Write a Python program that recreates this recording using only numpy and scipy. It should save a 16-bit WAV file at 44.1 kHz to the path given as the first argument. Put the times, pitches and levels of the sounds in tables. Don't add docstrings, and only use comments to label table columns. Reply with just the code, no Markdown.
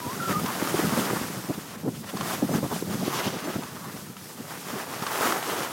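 import sys
import numpy as np
from scipy import signal
from scipy.fft import rfft, irfft, next_fast_len
from scipy.io import wavfile
from scipy.ndimage import uniform_filter1d, map_coordinates

SR = 44100
rng = np.random.default_rng(int(sys.argv[2]) if len(sys.argv) > 2 else 0)


def transcribe(u):
    v = np.clip(np.atleast_2d(u).T, -1, 1)
    q = np.round(v * 32767).astype(np.int16)
    wavfile.write(sys.argv[1], SR, q)


def decibels_to_gain(level_db):
    exponent = np.asarray(level_db, float) / 20
    return 10 ** exponent


N = 252648

# (time [s], glide hiss level [dB], edge bite over the hiss [dB])
SKI_RUN = [(0, -45, 5.5), (.06, -42, 3), (.5, -39, 5), (.7, -36.5, 5.5), (1.05, -36.5, 6.5), (1.3, -41, 1),
           (1.75, -48, 5.5), (2.0, -46, -12), (2.2, -44.5, 5.5), (2.8, -42.5, -0.5), (3.13, -42, 5),
           (3.3, -46, 10.5), (3.8, -47, 2.5), (4.3, -45.5, -1.5), (4.77, -42.5, 9), (5.05, -43, 5.5),
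           (5.5, -40, 8), (5.73, -43, 9.5)]
# (centre [s], half width [s], load on hiss [dB], edge bite [dB])
RIPPLES = [(.32, 0.033, 4.5, 1), (.4, 0.0079, 3, 0), (.48, 0.028, -2.5, 6), (.8, 0.037, 0.5, 2),
           (.91, 0.074, -1, -0.5), (.99, 0.051, 2, 0.5), (1.2, 0.096, 1, 2), (1.77, 0.0068, -8, 7),
           (1.85, 0.054, -3, -1), (1.96, 0.036, -1.5, 10), (2.04, 0.016, -7, 17), (2.092, 0.027, 1.5, 12.5),
           (2.17, 0.0052, 0, 7.5), (2.31, 0.097, 7.5, 0), (2.54, 0.038, 5.5, 1.5), (2.76, 0.049, 3, -1),
           (2.93, 0.025, 1, 5), (3.17, 0.11, 2, 3), (3.499, 0.076, 3, 0), (3.88, 0.028, -1.5, 3),
           (3.97, 0.069, 2, -2), (4.15, 0.043, -5.5, -1.5), (4.4, 0.052, -2.5, 1.5), (4.5, 0.024, 1, 1),
           (4.61, 0.051, 0, -6.5), (4.86, 0.048, -3, -1), (5.129, 0.082, 3.5, 4), (5.27, 0.095, 8, 0),
           (5.39, 0.026, -1, 1.5), (5.53, 0.11, 1, 2)]
# (frequency [Hz], density [dB per Hz])
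HISS_SPECTRUM = [(880, -28), (1500, -6), (3380, -1), (4130, -1.5), (5100, 0.5), (6560, -0.5), (13800, -2.5),
                 (16000, -7.5), (16500, -33)]
# (frequency [Hz], density [dB per Hz])
SPRAY_SPECTRUM = [(1200, -19), (2000, -8), (3000, 1), (4200, -4.5), (6500, -5), (9000, -26)]
# (frequency [Hz], density [dB per Hz])
SCRAPE_SPECTRUM = [(120, -18), (250, 1.5), (400, 3), (600, 0), (900, 0.5), (1250, 1), (1600, -2.5),
                   (1950, -4.5), (2300, -8.5), (4000, -20)]

# (time [s], level [dB])
BUFFET = [(0.0, -36.5), (0.24, -32.5), (0.67, -34), (0.92, -28.5), (1.1, -36), (1.21, -32), (1.53, -40.5),
          (1.72, -37.5), (2.41, -33), (2.55, -28), (2.68, -33), (3.13, -33.5), (3.46, -40), (3.75, -38.5),
          (4.64, -41.5), (5.38, -41), (5.62, -50), (5.73, -36)]
# (frequency [Hz], density [dB per Hz])
RUMBLE_SPECTRUM = [(20, -32), (50, -6), (100, 3.5), (180, 5), (300, -7), (450, -15), (900, -27.5),
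                   (1600, -47)]
# (centre [s], peak level [dB], pitch [Hz], width [s])
THUMPS = [(.285, -23.5, 198.7, 0.024), (0.308, -21, 347, 0.01), (0.4, -23, 220, 0.023),
          (0.624, -16, 232, 0.0055), (.745, -14.5, 321.5, .006), (.793, -15, 300.3, 0.0094),
          (0.84, -20.5, 221.7, 0.038), (.977, -13.5, 326, 0.0028), (0.989, -21.5, 268.4, 0.023),
          (1.133, -18, 330.5, 0.0078), (1.216, -18, 237.7, 0.0039), (1.303, -23, 213.5, .007),
          (1.501, -20, 288.6, .02), (1.582, -25.5, 201, 0.01), (2.143, -22.5, 209.7, 0.016),
          (2.34, -21.5, 282, 0.0082), (2.427, -16, 276, 0.013), (2.493, -16.5, 251, 0.0059),
          (2.63, -17, 271, .007), (2.641, -17.5, 305, 0.0033), (2.722, -18, 259, 0.018),
          (2.825, -18.5, 290.3, 0.0039), (3.027, -25, 249, 0.0049), (3.08, -17, 289.7, .006),
          (3.272, -20, 263, 0.013), (3.33, -22, 238, 0.0068), (3.56, -18.5, 236.3, 0.0074),
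          (3.588, -22, 276, 0.008), (5.022, -23, 209, 0.0087), (5.209, -21, 405.4, .0064)]
# (centre [s], level [dB], pitch [Hz], half length [s])
FLURRIES = [(0.062, -33, 273.3, .01), (.25, -45, 197, 0.033), (0.341, -31.5, 229, 0.036),
            (0.443, -29, 213, 0.011), (0.557, -36, 237, 0.009), (0.695, -29.5, 311, .035),
            (0.857, -34, 205, 0.007), (0.928, -28.5, 255, 0.016), (1.039, -30, 217.6, 0.031),
            (1.109, -22, 224.4, .015), (1.16, -28, 223, 0.015), (1.39, -35.5, 188, 0.017),
            (1.869, -20.5, 225.3, 0.025), (2.2, -38, 301, 0.022), (2.446, -22, 207.5, 0.015),
            (2.552, -23, 259.6, 0.043), (2.656, -20.5, 272, 0.0096), (2.934, -31.5, 228.8, 0.095),
            (3.043, -27.5, 250, 0.039), (3.156, -27.5, 222.7, 0.0065), (3.354, -25, 260.6, 0.013),
            (3.477, -28.5, 311, 0.036), (3.958, -35, 189, 0.014), (4.099, -32, 211.7, 0.0061),
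            (4.399, -35, 236.3, 0.019), (4.592, -35.5, 174, 0.0077), (4.757, -35, 374.5, 0.021),
            (5.285, -33, 409.3, 0.067), (5.507, -32, 438, 0.034), (5.6, -35, 400, 0.028)]

# (time [s], pitch [Hz], level [dB])
WHISTLE_NOTES = [
    [(.015, 990, -40), (.035, 985, -37), (.075, 960, -38), (.1, 1020, -36), (.12, 1085, -36),
     (.14, 1150, -43), (.18, 1350, -44)],
    [(.185, 1400, -44), (.205, 1395, -33), (.24, 1390, -33), (.27, 1350, -32), (.3, 1310, -32),
     (.335, 1230, -33), (.36, 1210, -26), (.39, 1222, -33), (.41, 1230, -44)],
]

# (time [s], peak level [dB], ring pitch [Hz])
CRUST_KNOCKS = [(0.461, -23.5, 1020), (0.673, -21, 1240), (2.043, -36, 870), (2.171, -26, 1060),
                (2.21, -22, 1070), (2.762, -27, 740), (3.635, -30.5, 905), (4.167, -33.5, 1320),
                (4.926, -32, 1050), (5.024, -25.5, 1270), (5.066, -21, 1150), (5.21, -24.5, 900),
                (5.323, -18, 1270), (5.427, -22.5, 710)]

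# (centre [s], half width [s], level [dB])
RASPS = [(.463, .008, -34), (.49, .025, -30), (.93, 0.035, -34), (2.215, 0.0052, -38),
         (2.645, 0.013, -36.5), (2.72, 0.023, -35), (3.135, .03, -35.5), (3.21, 0.086, -36),
         (3.83, 0.044, -40), (5.035, .008, -33), (5.072, .01, -43), (5.15, 0.036, -33.5)]
# (frequency [Hz], density [dB per Hz])
RASP_SPECTRUM = [(500, -34), (750, -1), (1050, 5), (1450, -6), (2300, -20.5)]

# (centre [s], low edge [Hz], high edge [Hz], rms level [dB])
FLECKS = [(1.484, 5130, 6370, -56), (1.484, 8900, 10500, -55), (2.53, 5170, 6300, -50),
          (2.597, 4130, 5170, -57), (3.458, 5130, 7000, -51), (3.598, 4600, 5800, -58),
          (5.41, 14400, 15900, -56)]


def unit(x):
    return x / np.sqrt(np.mean(x ** 2) + 1e-20)


def curves(rows):
    s, *columns = np.transpose(rows)
    return [np.interp(np.arange(N) / SR, s, column) for column in columns]


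def wobble(rate):
    knots = rng.standard_normal(int(N * rate / SR) + 4)
    return map_coordinates(knots, [np.arange(N) * rate / SR])


def bell(s, width):
    return np.exp(-((np.arange(N) / SR - s) / width) ** 2)


def colour(x, spectrum):
    m = next_fast_len(N + 8192)
    points_hz, points_db = np.transpose(spectrum)
    hz = np.fft.rfftfreq(m, 1 / SR)
    gain = decibels_to_gain(np.interp(np.log(hz + 1), np.log(points_hz + 1), points_db))
    return unit(irfft(rfft(x, m) * gain, m)[:N])


def patchy(patchy_db):
    z = signal.stft(rng.standard_normal(N), nperseg=256)[2]
    field = uniform_filter1d(rng.standard_normal(z.shape), size=5, axis=0)
    field = uniform_filter1d(field, size=8, axis=1)
    noise = signal.istft(z * decibels_to_gain(patchy_db * unit(field)), nperseg=256)[1]
    return unit(noise[:N])


def crystals(count, spread_db):
    when, rarity, side = rng.random((count, 3)).T
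    size = decibels_to_gain(-spread_db * np.log(rarity + 0.036)) * np.sign(side - 0.5)
    return unit(np.bincount((when * N).astype(int), size, N))


def band(lo_hz, hi_hz, length):
    sos = signal.butter(2, [lo_hz, hi_hz], "band", fs=SR, output="sos")
    return unit(signal.sosfilt(sos, rng.standard_normal(length)))


def skis():
    hiss_db, scrape_db = curves(SKI_RUN)
    for s, width, load_db, bite_db in RIPPLES:
        bump = bell(s, width)
        hiss_db = hiss_db + load_db * bump
        scrape_db = scrape_db + bite_db * bump
    plume_db = 8.5 * bell(3.26, 0.28)
    spray_db = -11 + 0.74 * scrape_db + plume_db
    chatter = 0.5 * wobble(24.18) + 0.42 * wobble(50)

    hiss = colour(patchy(1) + 0.3 * crystals(count=12000, spread_db=2.5), HISS_SPECTRUM)
    spray = colour(patchy(1.5) + 0.45 * crystals(count=6000, spread_db=3), SPRAY_SPECTRUM)
    scrape = colour(patchy(1.5) + 0.53 * crystals(count=1500, spread_db=5), SCRAPE_SPECTRUM)
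    hiss = hiss * decibels_to_gain(1.1 * chatter)
    spray = spray * decibels_to_gain(3.9 * chatter + spray_db)
    scrape = scrape * decibels_to_gain(1.03 * chatter + 1.4 * wobble(30) + scrape_db)
    return decibels_to_gain(hiss_db) * (hiss + spray + scrape)


def thump_shape(t, width):
    skew = np.where(t > 0, 1.5, 0.8)
    return decibels_to_gain(-24 * (t / np.clip(width, 0.004, 0.04) / skew) ** 2)


def flurry_shape(t, half):
    eddies_per_s, scatter_db = 80.2, 5.5
    sizes = map_coordinates(rng.standard_normal(size=32), [(t - t[0]) * eddies_per_s])
    return decibels_to_gain(scatter_db * np.tanh(sizes) - 3.8 * (t / half) ** 4) + 1e-9


def eddy(hz, shape):
    drift = uniform_filter1d(rng.standard_normal(len(shape)), size=90)
    turn = np.cumsum(2 * np.pi * hz / SR * (0.92 + 2.2 * drift))
    swing = np.sin(turn + 0.63 * np.sin(turn))
    ragged = band(0.67 * hz, 1.41 * hz, len(shape))
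    ragged = ragged / np.sqrt(np.average(ragged ** 2, weights=shape ** 2))
    edge_db = -19.5 + 6.5 * np.log2(hz / 250)
    edge = decibels_to_gain(edge_db) * band(500, 950, len(shape))
    return shape * (swing + 0.38 * ragged + edge)


def wind():
    buffet_db, = curves(BUFFET)
    lumps = decibels_to_gain(0.5 * wobble(14) + 1.2 * wobble(35))
    reach = SR // 12
    t = np.arange(-reach, reach) / SR
    strikes, stir = np.zeros((2, N + 2 * SR))
    shapes = [thump_shape(t, width) for *_, width in THUMPS]
    shapes += [flurry_shape(t, half) for *_, half in FLURRIES]
    for (s, db, hz, _), shape in zip(THUMPS + FLURRIES, shapes):
        start = SR + round(s * SR) - reach
        strikes[start:start + len(t)] += decibels_to_gain(db - 0.5) * eddy(hz, shape)
        stir[start:start + len(t)] += decibels_to_gain(db - 8.5) * shape
    heave = uniform_filter1d(stir, size=500)[SR:SR + N] + decibels_to_gain(buffet_db + 1.5) * lumps
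    return strikes[SR:SR + N] + heave * colour(patchy(2), RUMBLE_SPECTRUM)


def whistle():
    out, t = np.zeros(N), np.arange(N) / SR
    for rows in WHISTLE_NOTES:
        hz, db = curves(rows)
        start, end = rows[0][0], rows[-1][0]
        gate = np.clip(np.minimum(t - start, end - t) / 0.008, 0, 1)
        unsteady = np.clip((hz - 1230) / 100, 0.55, 1)
        flutter_phase = 2 * np.pi * 38 * (t - 0.207) + 0.3 * wobble(27)
        flutter = 1 + 0.47 * unsteady * np.cos(flutter_phase)
        phase = np.cumsum(2 * np.pi * hz / SR * (1 + 0.035 * unsteady * wobble(260)))
        out += gate * decibels_to_gain(db + 2.5) * flutter * np.sin(phase)
    return out


def crust():
    out, t = np.zeros(N + SR), np.arange(SR // 20) / SR
    decay = decibels_to_gain(-60 * t / 0.028)
    for s, db, hz in CRUST_KNOCKS:
        ring = np.sin(2 * np.pi * hz * t)
        crack = 0.5 * band(510, 4700, len(t))
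        start = round(s * SR)
        out[start:start + len(t)] += decibels_to_gain(db + 0.5) * decay * (ring + crack)
    return out[:N]


def edge_rasps():
    catch = sum(decibels_to_gain(db) * bell(s, width) for s, width, db in RASPS)
    grit = decibels_to_gain(1.5 * wobble(60))
    rasp = colour(patchy(3.5) + 0.5 * crystals(count=2500, spread_db=4.5), RASP_SPECTRUM)
    return catch * grit * rasp


def flecks():
    length = 2048
    out, fade = np.zeros(N), np.sin(np.pi * np.arange(length) / length)
    hz = np.fft.rfftfreq(length, 1 / SR)
    for s, lo_hz, hi_hz, db in FLECKS:
        noise = irfft(rfft(rng.standard_normal(length)) * (hz > lo_hz) * (hz < hi_hz))
        start = round(s * SR) - length // 2
        out[start:start + length] += decibels_to_gain(db) * fade * unit(noise)
    return np.array([out, -out])


def scene():
    mono = skis() + wind() + whistle() + crust() + edge_rasps()
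    return np.array([mono, mono])


def roll_off(x):
    return signal.sosfilt(signal.butter(12, 16780, fs=SR, output="sos"), x)


def record(dry):
    port_hz, top_hz = 121, 15950
    m = next_fast_len(N)
    hz = np.fft.rfftfreq(m, 1 / SR)
    wind_cut = (1j * hz / (1j * hz + port_hz)) ** 3
    x = irfft(rfft(dry, m) * wind_cut * (hz < top_hz), m)[:, :N]
    x = x / (1 + np.abs(x / 0.33) ** 4) ** 0.25
    mix = x + flecks()
    return roll_off(mix)


dry = scene()
out = record(dry)
transcribe(out)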